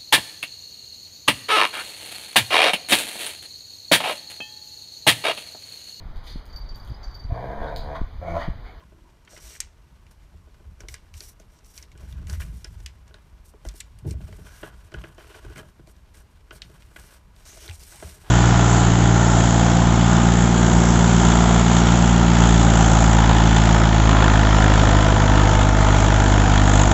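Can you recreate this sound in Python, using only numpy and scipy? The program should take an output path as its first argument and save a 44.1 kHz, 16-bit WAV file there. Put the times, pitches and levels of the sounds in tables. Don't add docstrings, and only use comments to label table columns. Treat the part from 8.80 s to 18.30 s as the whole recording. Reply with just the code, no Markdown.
import sys
import numpy as np
from scipy import signal
from scipy.fft import rfft, irfft
from scipy.io import wavfile

SR = 44100
rng = np.random.default_rng(int(sys.argv[2]) if len(sys.argv) > 2 else 0)


def put_to_file(sound):
    columns = np.atleast_2d(sound).T
    safe = np.clip(columns, -1, 1)
    whole_steps = np.round(safe * 32767)
    wavfile.write(sys.argv[1], SR, whole_steps.astype(np.int16))


def amplitude_ratio(level_db):
    exponent = np.asarray(level_db, float) / 20
    return 10 ** exponent


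N = 418950


def rms_one(x):
    return x / np.sqrt(np.mean(x ** 2) + 1e-20)


def seconds(length_s):
    return np.arange(round(length_s * SR)) / SR


def in_time(rows):
    s, *columns = np.transpose(rows)
    return [np.interp(np.arange(N) / SR, s, column) for column in columns]


def ms_clock():
    return np.arange(N * 1000 // SR + 1) / 1000


def at_rate(gains):
    return [np.interp(np.arange(N) / SR, ms_clock(), gain) for gain in gains]


def shaped(x, spectrum):
    hz, db = np.transpose(spectrum)
    bins = np.maximum(np.arange(N // 2 + 1) * SR / N, 1)
    gain = amplitude_ratio(np.interp(np.log(bins), np.log(hz), db))
    return rms_one(irfft(rfft(x) * gain, N))


def cut(x, hz, kind):
    sos = signal.butter(2, np.clip(hz, 10, .45 * SR), kind, fs=SR, output="sos")
    return signal.sosfilt(sos, x)


def resonate(x, hz, width_hz):
    r = np.exp(-np.pi * width_hz / SR)
    poles = [1, -2 * r * np.cos(2 * np.pi * hz / SR), r * r]
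    return signal.lfilter([(1 - r * r) / 2, 0, (r * r - 1) / 2], poles, x)


def body(x, modes):
    return sum((-1) ** k * amplitude_ratio(db) * resonate(x, hz, width_hz)
               for k, (hz, width_hz, db) in enumerate(modes))


def flutter(rate_hz, depth_db):
    r = np.exp(-2 * np.pi * rate_hz / SR)
    wander = signal.lfilter([1], [1, -2 * r, r * r], rng.standard_normal(N + SR))[SR:]
    return amplitude_ratio(depth_db * rms_one(wander))


def grit(per_s, spread_db):
    sizes = amplitude_ratio(spread_db * np.minimum(rng.exponential(1, N), 4)) * rng.standard_normal(N)
    return rms_one(sizes * (rng.random(N) < per_s / SR))


def add(out, s, burst, db):
    i = round(s * SR)
    out[i:i + len(burst)] += (amplitude_ratio(db) * burst / np.abs(burst).max())[:N - i]


def swell(s, db, fall_db_per_s, rise_db_per_s=8000):
    t = ms_clock() - s
    return amplitude_ratio(db + np.minimum(rise_db_per_s * t, -fall_db_per_s * t))


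# frequency in Hz, level in dB per Hz.
AIR_SPECTRUM = [(15, -20), (28, 3.5), (62, 2), (110, -49), (200, -15.5), (300, -20.5), (760, -25.5),
                (970, -21), (1600, -30.5), (4500, -39), (9600, -42), (12300, -41), (13600, -52.5),
                (16000, -49.5)]


def room_air():
    return amplitude_ratio(-55) * shaped(rng.standard_normal(N), AIR_SPECTRUM)


def room(x):
    t60_s, first_echo_s = 0.244, .004
    t = seconds(.2)
    tail = cut(rng.standard_normal(len(t)), 6920, "low") * amplitude_ratio(-60 * t / t60_s) * (t > first_echo_s)
    return signal.fftconvolve(x, tail / np.sqrt(np.sum(tail ** 2)))[:N]


# time in seconds, deep sway in dB.
LEAN = [(0, -52.5), (.4, -57), (1.2, -52.5), (2.75, -57), (3.09, -53.5), (3.31, -36.5), (3.72, -35),
        (3.85, -45.5), (4.23, -52), (4.7, -53), (5.22, -48), (5.3, -33), (5.48, -37), (5.79, -48),
        (6.05, -52.5), (7, -53.5), (8.3, -56), (9.5, -50.5)]
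# time of the peak in seconds, deep sway in dB, legs in dB relative to it,
# # seconds to fall 20 dB.
JOLTS = [(.66, -52, -14, 0.03), (1.88, -41, -11.5, 0.15), (2.04, -42, -11, 0.2842),
         (2.35, -41.5, -17, 0.28), (2.64, -51, -2, 0.08), (3.31, -40, -12, .3), (3.55, -35, -6, 0.18),
         (3.729, -36, -10, 0.18), (3.9, -36.5, -16.5, .5), (1.55, -46.5, -10.5, 0.44),
         (6.05, -45.5, -15, 0.23), (6.66, -41.5, -11, 0.32), (8.05, -47, -9.5, 0.25), (4.34, -48, -6, 0.06),
         (4.87, -42, -2, 0.1045), (5.13, -43, -22, 0.52), (5.262, -34.5, 5.5, 0.1945), (5.6, -44, -1, 0.3),
         (5.84, -50, 5, 0.15), (6.16, -42, -4, 0.4), (6.72, -43, -15, 0.22), (6.77, -48, 3, 0.24),
         (7.01, -50, -2, 0.52), (7.73, -47.5, -7, 0.33), (7.86, -55.5, 3, 0.56), (8.2, -49.5, -5.5, 0.06),
         (8.91, -46, -12, 0.04), (9.24, -46, -2, 0.2)]


def rocking():
    legs_under_db, resting_legs_db = -10.5, -64
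    rise_db_per_s, legs_rise_faster, legs_die_faster = 252, 2.5, 1.32
    deep = amplitude_ratio(np.interp(ms_clock(), *np.transpose(LEAN)))
    upper = np.maximum(deep * amplitude_ratio(legs_under_db), amplitude_ratio(resting_legs_db))
    for s, db, legs_db, fall_s in JOLTS:
        fall_db_per_s = 20 / fall_s
        deep = np.maximum(deep, swell(s, db, fall_db_per_s, rise_db_per_s))
        legs = swell(s, db + legs_db, legs_die_faster * fall_db_per_s, legs_rise_faster * rise_db_per_s)
        upper = np.maximum(upper, legs)
    return at_rate([deep, upper])


# frequency in Hz, width in Hz, level in dB.
STAND_MODES = [(38.5, 8.25, -1), (64.16, 15.73, 1.5), (82.65, 20.84, -1.5), (107.56, 20.6, -7.5)]
# frequency in Hz, width in Hz, level in dB.
LEG_MODES = [(125.15, 41.4, 2), (189.1, 28.2, 0.5), (242.7, 48.5, -10)]


def sway():
    deep_gain, upper_gain = rocking()
    deep = body(rng.standard_normal(N), STAND_MODES)
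    deep = rms_one(cut(cut(deep, 127.8, "low"), 24.4, "high"))
    upper = body(grit(400, 1.4), LEG_MODES)
    upper = rms_one(cut(cut(upper, 248.3, "low"), 80.2, "high"))
    return deep_gain * deep + upper_gain * upper


# start in seconds, peak in dB, frequency in Hz, T60 in seconds.
KNOCKS = [(.63, -39, 55, .15), (3.51, -26, 82, .3), (3.565, -30, 68, .4), (3.72, -30, 62, .4),
          (4.862, -26, 48, .13), (5.275, -24, 95, .1), (5.33, -25, 66, .3), (5.43, -34, 55, .15),
          (6.165, -32, 58, .15), (8.888, -32, 84, .15), (9.235, -34, 75, .15)]


def knocks():
    rise_s = .012
    out, t = np.zeros(N), seconds(.3)
    for s, db, hz, t60_s in KNOCKS:
        envelope = (1 - np.exp(-t / rise_s)) ** 2 * amplitude_ratio(-60 * t / t60_s)
        add(out, s, envelope * np.sin(2 * np.pi * hz * t), db)
    return out


# frequency in Hz, width in Hz, level in dB.
BOARD_MODES = [(334, 26, 3.5), (422.3, 33.5, 5.5), (634, 42, -0.5)]
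# frequency in Hz, width in Hz, level in dB.
BOARD_TOP_MODES = [(996, 266, -12), (1490.4, 86.8, 4), (1664.8, 50.8, 0), (2000, 113, -2.5),
                   (3140, 164, -2), (2400, 150, -5)]
# start in seconds, peak in dB, thud and nail in dB relative to it.
TAPS = [(0.003, -43, -13, -6), (0.475, -53, -11, 11.5), (0.572, -38.5, -14.5, -5), (2.004, -38.5, 5, -3.5),
        (2.084, -41, -15.5, -3), (2.14, -50, -0.5, 12), (2.407, -39.5, -11.5, -8.5),
        (3.152, -42.5, 11, -10.5), (3.495, -41, 18.5, 2.5), (3.601, -49, 3, 16), (3.846, -40, -18, 2.5),
        (4.309, -42.5, 4, -9.5), (4.342, -41, -20, 0), (4.851, -26, -12.5, -14.5), (5.406, -37.5, 9, -12.5),
        (5.831, -22, -24, -8), (6.121, -37, 2.5, -9), (6.141, -27, 6, -2.5), (6.239, -28, -14, -5.5),
        (6.381, -32.5, -14.5, -10.5), (6.444, -39.5, -14.5, -4), (6.544, -46, -9, 6.5), (6.759, -37, 7, -4),
        (6.789, -33, -15.5, -1), (7.709, -34.5, -5.5, 1.5), (8.161, -35.5, -18, 1), (9.12, -51, -11, 10.5),
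        (9.225, -23.5, -15.5, -17.5)]
# start in seconds, peak in dB.
TOUCHES = [(0.121, -41.5), (0.531, -38.5), (1.54, -45), (1.673, -43), (1.799, -45), (1.851, -47.5),
           (2.035, -33.5), (2.247, -46.5), (2.6, -37), (3.228, -42.5), (4.001, -45), (4.459, -53.5),
           (4.738, -37.5), (4.941, -40), (5.353, -43.5), (5.487, -38), (5.527, -38), (5.586, -38.5),
           (6.647, -35), (6.7, -34.5), (6.994, -36.5), (7.075, -40.5), (5.34, -36.5), (6.56, -35.5),
           (7.899, -39), (9.437, -45.5)]
# start in seconds, peak in dB.
PALM = [
    (5.246, -35),
    (5.257, -29),
    (5.271, -32.5),
    (5.284, -33.5),
    (5.31, -36),
]


def taps():
    touch_thud_db, touch_nail_db = -5, -17
    tap_t60_s, skid_t60_s, skid_db = .012, .05, -8
    out, t = np.zeros(N), seconds(.12)
    rows = TAPS + [(s, db, touch_thud_db, touch_nail_db) for s, db in TOUCHES]
    dying = amplitude_ratio(-60 * t / tap_t60_s) + amplitude_ratio(skid_db - 60 * t / skid_t60_s)
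    noise = rng.standard_normal((len(rows) + len(PALM), len(t))) * dying
    pads = cut(cut(cut(noise, 162, "high"), 950, "low"), 950, "low")
    pads = amplitude_ratio(-7) * pads + body(pads, BOARD_MODES)
    nails = cut(cut(cut(noise, 886, "high"), 2450, "low"), 3500, "low")
    nails = nails / 5 + body(nails, BOARD_TOP_MODES)
    thuds = body(noise, LEG_MODES)
    for (s, db, thud_db, nail_db), pad, nail, thud in zip(rows, pads, nails, thuds):
        add(out, s, pad, db - 6.5)
        add(out, s, nail, db + nail_db)
        add(out, s, thud, db + thud_db - 16)
    for (s, db), pad in zip(PALM, pads[len(rows):]):
        add(out, s, cut(cut(pad, 390, "low"), 390, "low"), db)
    return out


# start in
# seconds, # length in seconds, level in dB, first and last frequency in Hz.
SINGING = [(5.62, .2, -66, 5600, 6200), (5.75, .07, -66, 10500, 11000), (6.44, .16, -63, 2750, 2950),
           (6.5, .1, -66, 3500, 3400), (7.75, .02, -60, 4500, 4500), (8.22, .1, -66, 5600, 5800),
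           (8.66, .09, -53, 6000, 6700), (8.78, .1, -55, 6300, 5700), (8.79, .09, -59, 3000, 3150),
           (8.92, .04, -56, 8500, 8800), (9.0, .045, -56, 5000, 4700), (9.09, .14, -55, 8800, 8200),
           (9.2, .12, -58, 8800, 9000), (9.1, .06, -58, 6300, 6000), (9.12, .1, -60, 750, 830),
           (0.0, .035, -58, 1050, 1000), (0.25, .05, -64, 1000, 900), (3.603, .03, -49, 1250, 2000),
           (3.51, .07, -57, 1700, 2200), (.535, .02, -54, 650, 620), (.5, .07, -60, 5700, 5800),
           (.66, .05, -61, 4000, 3700), (8.74, .04, -58, 600, 640), (8.88, .06, -56, 800, 760),
           (9.25, .04, -56, 620, 640), (5.64, .17, -60, 1550, 1500), (5.25, .04, -56, 880, 800),
           (.1, .2, -62, 340, 330), (9.44, .05, -57, 800, 800)]


def singing():
    width = 0.17
    out = np.zeros(N)
    noise = rng.standard_normal((len(SINGING), 2, SR // 3))
    for (s, length_s, db, from_hz, to_hz), pair in zip(SINGING, noise):
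        whole_s = 1.4 * length_s
        share = seconds(min(whole_s, .3)) / whole_s
        phase = 2 * np.pi * np.cumsum(from_hz + (to_hz - from_hz) * share) / SR
        a, b = cut(pair, width * from_hz / 2, "low")[:, -len(share):]
        band = rms_one(a * np.cos(phase) + b * np.sin(phase))
        i = max(round((s - .2 * length_s) * SR), 0)
        out[i:i + len(share)] += amplitude_ratio(db) * np.sin(np.pi * share) * band
    return out


def stroke(s, length_s):
    attack_s, release_s = 0.0075, 0.021
    t, ease_s = ms_clock() - s, 0.134 * length_s
    rise = .5 + t / (attack_s + ease_s)
    fall = .5 + (length_s - t) / (release_s + ease_s)
    return np.clip(np.minimum(rise, fall), 0, 1)


# start in seconds, length in seconds, hiss in dB, pressure on the board in dB relative to
STROKES = [(0.496, 0.099, -54, -7.5), (0.604, 0.1736, -49.5, -8), (.775, 0.067, -60, -2.5),
           (1.309, 0.0215, -62.5, 5), (1.992, 0.048, -67.5, 7.5), (2.087, 0.0646, -53.5, -7),
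           (2.336, 0.0316, -59, 0.27), (2.364, 0.144, -52, -16.5), (2.498, 0.0339, -58.5, -12.5),
           (2.595, 0.0248, -62, 0.08), (2.711, 0.087, -66.5, -2), (2.844, 0.085, -59.5, -11),
           (2.934, 0.0626, -55, -10.5), (2.993, .05, -61.5, 0.72), (3.172, 0.123, -65, 6.5),
           (3.28, 0.063, -60, 4.5), (3.342, 0.127, -70, 12), (3.473, 0.1097, -53, 0.3),
           (3.599, 0.042, -51.5, 1.34), (3.642, .07, -61, 3.5), (3.71, 0.1255, -62.5, -1.18),
           (3.859, 0.192, -66.5, 2.5), (4.649, 0.0595, -59, -17), (4.848, 0.052, -55, -5.3),
           (4.899, .04, -66.5, 6.5), (4.946, 0.067, -54, -11.5), (5.189, 0.021, -68, 6.5),
           (5.246, 0.0256, -73, 19.5), (5.27, 0.0604, -53, -2.5),
           (5.407, 0.253, -63, 5), (5.641, 0.0996, -60, 7.5), (5.73, 0.099, -57, 2),
             (5.827, 0.0708, -62, 9.5), (5.899, 0.19, -69, 7), (6.24, .06, -64, 8), (6.3, .08, -70, 2),
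             (6.81, .1, -68, 3), (6.135, 0.036, -62.5, 9.5), (6.179, 0.107, -66, 12),
             (6.377, 0.178, -64, 11), (6.545, 0.0532, -60.5, 13.5), (6.601, 0.1595, -65.5, 11.5),
             (6.755, 0.0579, -56.5, 11), (6.036, 0.0206, -71, 4), (6.34, 0.0158, -67, .1),
             (9.439, .07, -59.5, 11.5), (7.073, 0.0507, -62, -0.25), (7.343, 0.0794, -60.5, 0.29),
             (7.725, 0.062, -59, 3.93), (7.842, 0.185, -67, 4.5), (8.001, 0.0356, -60.5, 3),
             (8.03, .13, -68, 3.5), (8.162, 0.0505, -58, 6.5), (8.198, 0.185, -59.5, 2.5),
             (8.56, 0.1, -62, 1.14), (8.654, 0.108, -50, -5), (8.772, 0.11, -50.5, -4),
             (8.878, 0.0448, -51, 2.5), (8.922, 0.045, -51, -10), (8.965, .03, -55, -10),
             (8.995, .055, -50, -10), (9.04, .03, -53.5, -8), (9.06, 0.075, -51.5, -8.5),
             (9.117, 0.2194, -50, -3), (9.32, .05, -55, -3), (9.337, 0.164, -60.5, 3.5)]


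def friction():
    resting_db = [[-79], [-72], [-68.5]]
    hiss, sheet, board = amplitude_ratio(resting_db) + 0 * ms_clock()
    for s, length_s, db, pressure_db in STROKES:
        gain = amplitude_ratio(db) * stroke(s, length_s)
        hiss = np.maximum(hiss, gain)
        sheet = np.maximum(sheet, gain * amplitude_ratio(-4 + 0.57 * pressure_db))
        board = np.maximum(board, gain * amplitude_ratio(pressure_db))
    for s, db, *_ in CRACKS + POPS:
        sheet = np.maximum(sheet, swell(s, -34 + 0.619 * db, fall_db_per_s=350.5))
    for s, db, _, nail_db in TAPS:
        board = np.maximum(board, swell(s, db - 13.5 + 0.474 * nail_db, fall_db_per_s=153))
    return at_rate([hiss, sheet, board])


# frequency in Hz, level in dB per Hz.
HISS_SPECTRUM = [(2350, -18), (4000, -7.5), (7620, -4.5), (8650, 1), (10300, -5), (14200, -9.5),
                 (15200, -18.5), (16000, -37.5)]
# frequency in Hz, width in Hz, level in dB.
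POCKET_MODES = [(5720, 320, 0), (8700, 800, -4)]
# time in seconds, level in dB.
POCKET_LEVEL = [
    (0, 5.5),
    (3.1, 4.5),
    (4.2, -3.5),
    (9.5, -7.5),
]
# time in seconds, level of the upper hiss in dB.
SHINE = [(0, -1.5), (.9, -3.5), (1.3, 0), (6, .5), (6.5, 1.5), (8.2, 1), (8.7, -2.5), (9.5, -0.4)]


def dry_hiss():
    fine = shaped(grit(11000, 1.6), HISS_SPECTRUM)
    low, dull = cut(fine, 5200, "low"), cut(fine, 9520, "low")
    bright = cut(fine, 13700, "high")
    bands = (low, dull - low, fine - dull - bright, bright)
    patches = [band * flutter(12, 1.3) for band in bands]
    upper = amplitude_ratio(*in_time(SHINE)) * sum(patches[2:])
    pocket = amplitude_ratio(*in_time(POCKET_LEVEL)) * body(fine, POCKET_MODES)
    return rms_one(sum(patches[:2]) + upper + pocket)


# frequency in Hz, width in Hz, level in dB.
SHEET_MODES = [(2000, 322, -7), (2400, 51, 5), (2818, 73, -7), (3140, 114, -0.5)]


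def sheet_rustle():
    rustle = cut(cut(grit(9000, 2.2), 1800, "high"), 4600, "low")
    return rms_one(rustle / 2 + body(rustle, SHEET_MODES)) * flutter(30, 0.42)


def board_rub():
    rub = cut(cut(grit(2500, 3.0), 307, "high"), 1750, "low")
    low = flutter(4.52, 2.64) * body(rub, BOARD_MODES)
    upper = amplitude_ratio(1.0) * body(rub, BOARD_TOP_MODES)
    return rms_one(amplitude_ratio(-8.0) * rub + low + upper) * flutter(20.5, 1.185)


def sliding():
    hiss_gain, sheet_gain, board_gain = friction()
    paper = hiss_gain * dry_hiss() + sheet_gain * sheet_rustle()
    return flutter(30, 1.8) * (paper + amplitude_ratio(-2.0) * board_gain * board_rub())


# start in seconds, peak in dB, centre in Hz, top edge in dB
CRACKS = [(0.5768, -39, 5670, -21), (0.608, -44.5, 5700, -25), (0.803, -11, 6600, -15),
          (1.311, -49.5, 5630, -9.5), (2.005, -34, 5580, -24), (2.4053, -26.5, 4990, -23.5),
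          (2.599, -40, 6150, -15), (2.7891, -47.5, 5500, -24), (2.8454, -46.5, 5740, -10),
          (2.9774, -28, 5360, -8), (3.026, -35, 5270, -31), (3.4979, -27.5, 4870, -4),
          (3.5289, -33.5, 6200, -11), (3.8444, -26.5, 5260, -35), (4.342, -38.5, 4100, -29),
          (4.8509, -41, 5650, 3), (4.8872, -29, 4530, 1.5), (4.9394, -46, 7910, -8),
          (5.004, -23, 7610, -5.5), (5.002, -33, 3600, -19.5), (0.4495, -50.5, 5560, -6),
          (4.279, -50, 5600, -5), (5.1877, -43.5, 8900, -6.5), (7.0724, -46, 4610, -2.5),
          (7.165, -52.5, 5000, -3.5), (8.879, -30, 3700, -17.5), (8.896, -30, 3100, -16.5)]
# start in seconds, peak in dB, centre in Hz, top edge in dB
POPS = [(0.4774, -40, 1990, -28.5), (0.5646, -38.5, 2330, -21.5), (0.752, -37, 1930, -16.5),
        (1.2663, -47, 2380, -12), (2.085, -28, 2020, -3), (2.1413, -25, 2370, 0),
        (2.3395, -36.5, 2400, -6.5), (3.1168, -46.5, 2200, -5.5), (3.1762, -44.5, 2320, -1),
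        (3.325, -39.5, 3140, -20), (3.47, -38, 2385, -3.5), (3.603, -39, 2300, -5.5),
        (3.6174, -32.5, 2230, -17.5), (4.0028, -46, 1790, -0.5), (4.061, -25, 2840, -1.5),
        (5.3088, -32, 2860, 0), (5.527, -40.5, 2000, -15.5), (6.1185, -44, 1710, -11.5),
        (6.1404, -39, 3140, -1.5), (6.2407, -41, 2000, -21), (6.543, -42, 1990, -21),
        (6.759, -38, 1990, -14), (6.7796, -35, 2020, -5.5), (7.345, -47, 1970, -3),
        (7.7075, -38.5, 2720, -35.5), (7.819, -25, 3210, -34), (8.0222, -43, 2730, -16),
        (8.1604, -37.5, 2425, -19.5), (8.8898, -32.5, 2000, -21.5)]
# start in seconds, peak in dB, centre in Hz, top edge in dB relative to the core.
TICKS = [(5.4142, -46, 2510, -8), (5.481, -47, 2800, -6), (6.047, -55, 6000, 0), (6.2169, -44, 3040, -12),
         (6.3466, -52, 9600, 0), (6.38, -47, 2750, -8), (6.6484, -49, 9000, 0), (6.6993, -49, 9000, 0),
         (6.7327, -45, 2960, -10), (7.98, -52, 2500, -10), (8.5632, -48, 3010, -4), (8.6535, -41, 6290, -6),
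         (8.7727, -40, 7400, -4), (8.911, -36, 2600, -15), (8.9952, -41, 5880, -4), (9.2, -42, 2000, -15),
         (.8065, -23, 8000, -8), (.7615, -40, 1800, -20), (.58, -42, 2600, -20), (2.004, -40, 2250, -20),
         (4.866, -42, 5600, -20), (4.893, -36, 3600, -15), (5.007, -28, 2600, -2), (3.609, -38, 1700, -20),
         (3.625, -40, 2400, -20)]


def snaps(rows):
    rise_s, crack_t60_s, crunch_t60_s, crunch_db, ring_db = .0003, .006, .03, -11, -5.5
    out, t = np.zeros(N), seconds(.06)
    noise = rng.standard_normal((len(rows), 2, len(t)))
    decay = amplitude_ratio(-60 * t / crack_t60_s) + amplitude_ratio(crunch_db - 60 * t / crunch_t60_s)
    dying = (1 - np.exp(-t / rise_s)) * decay
    for (s, db, hz, top_db), (low, high) in zip(rows, noise * dying):
        wide = cut(cut(low, 1500, "high"), 1500, "high")
        wide = cut(cut(wide, 2.2 * hz, "low"), min(1.6 * hz, 8500), "low")
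        core = resonate(resonate(low, hz, hz / 3), hz, hz / 3)
        core = rms_one(core) + amplitude_ratio(-5.5) * rms_one(wide)
        ring = amplitude_ratio(ring_db) * min(2500 / hz, 1) ** 3 * rms_one(body(wide, SHEET_MODES))
        edge = cut(cut(high, 5200, "high"), 8800, "low")
        edge = rms_one(cut(cut(edge, 8800, "low"), 13000, "low"))
        add(out, s, rms_one(core) + ring + amplitude_ratio(top_db + 4) * edge, db)
    return out


def scene():
    hits = taps() + snaps(CRACKS + POPS)
    background = room_air() + amplitude_ratio(-21.5) * room(hits) + sway() + knocks()
    paper = singing() + sliding() + snaps(TICKS)
    return (background + hits + paper)[None]


def low_pass(x):
    return signal.sosfilt(signal.butter(12, 16460, fs=SR, output="sos"), x)


def record(dry):
    coloured = dry + 0.285 * resonate(dry, 5640, 166) - 0.64 * resonate(dry, 10405, 487)
    top = signal.cheby2(10, 60, 16700, fs=SR, output="sos")
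    mix = signal.sosfilt(top, coloured)
    return low_pass(mix)


dry = scene()
out = record(dry)
put_to_file(out)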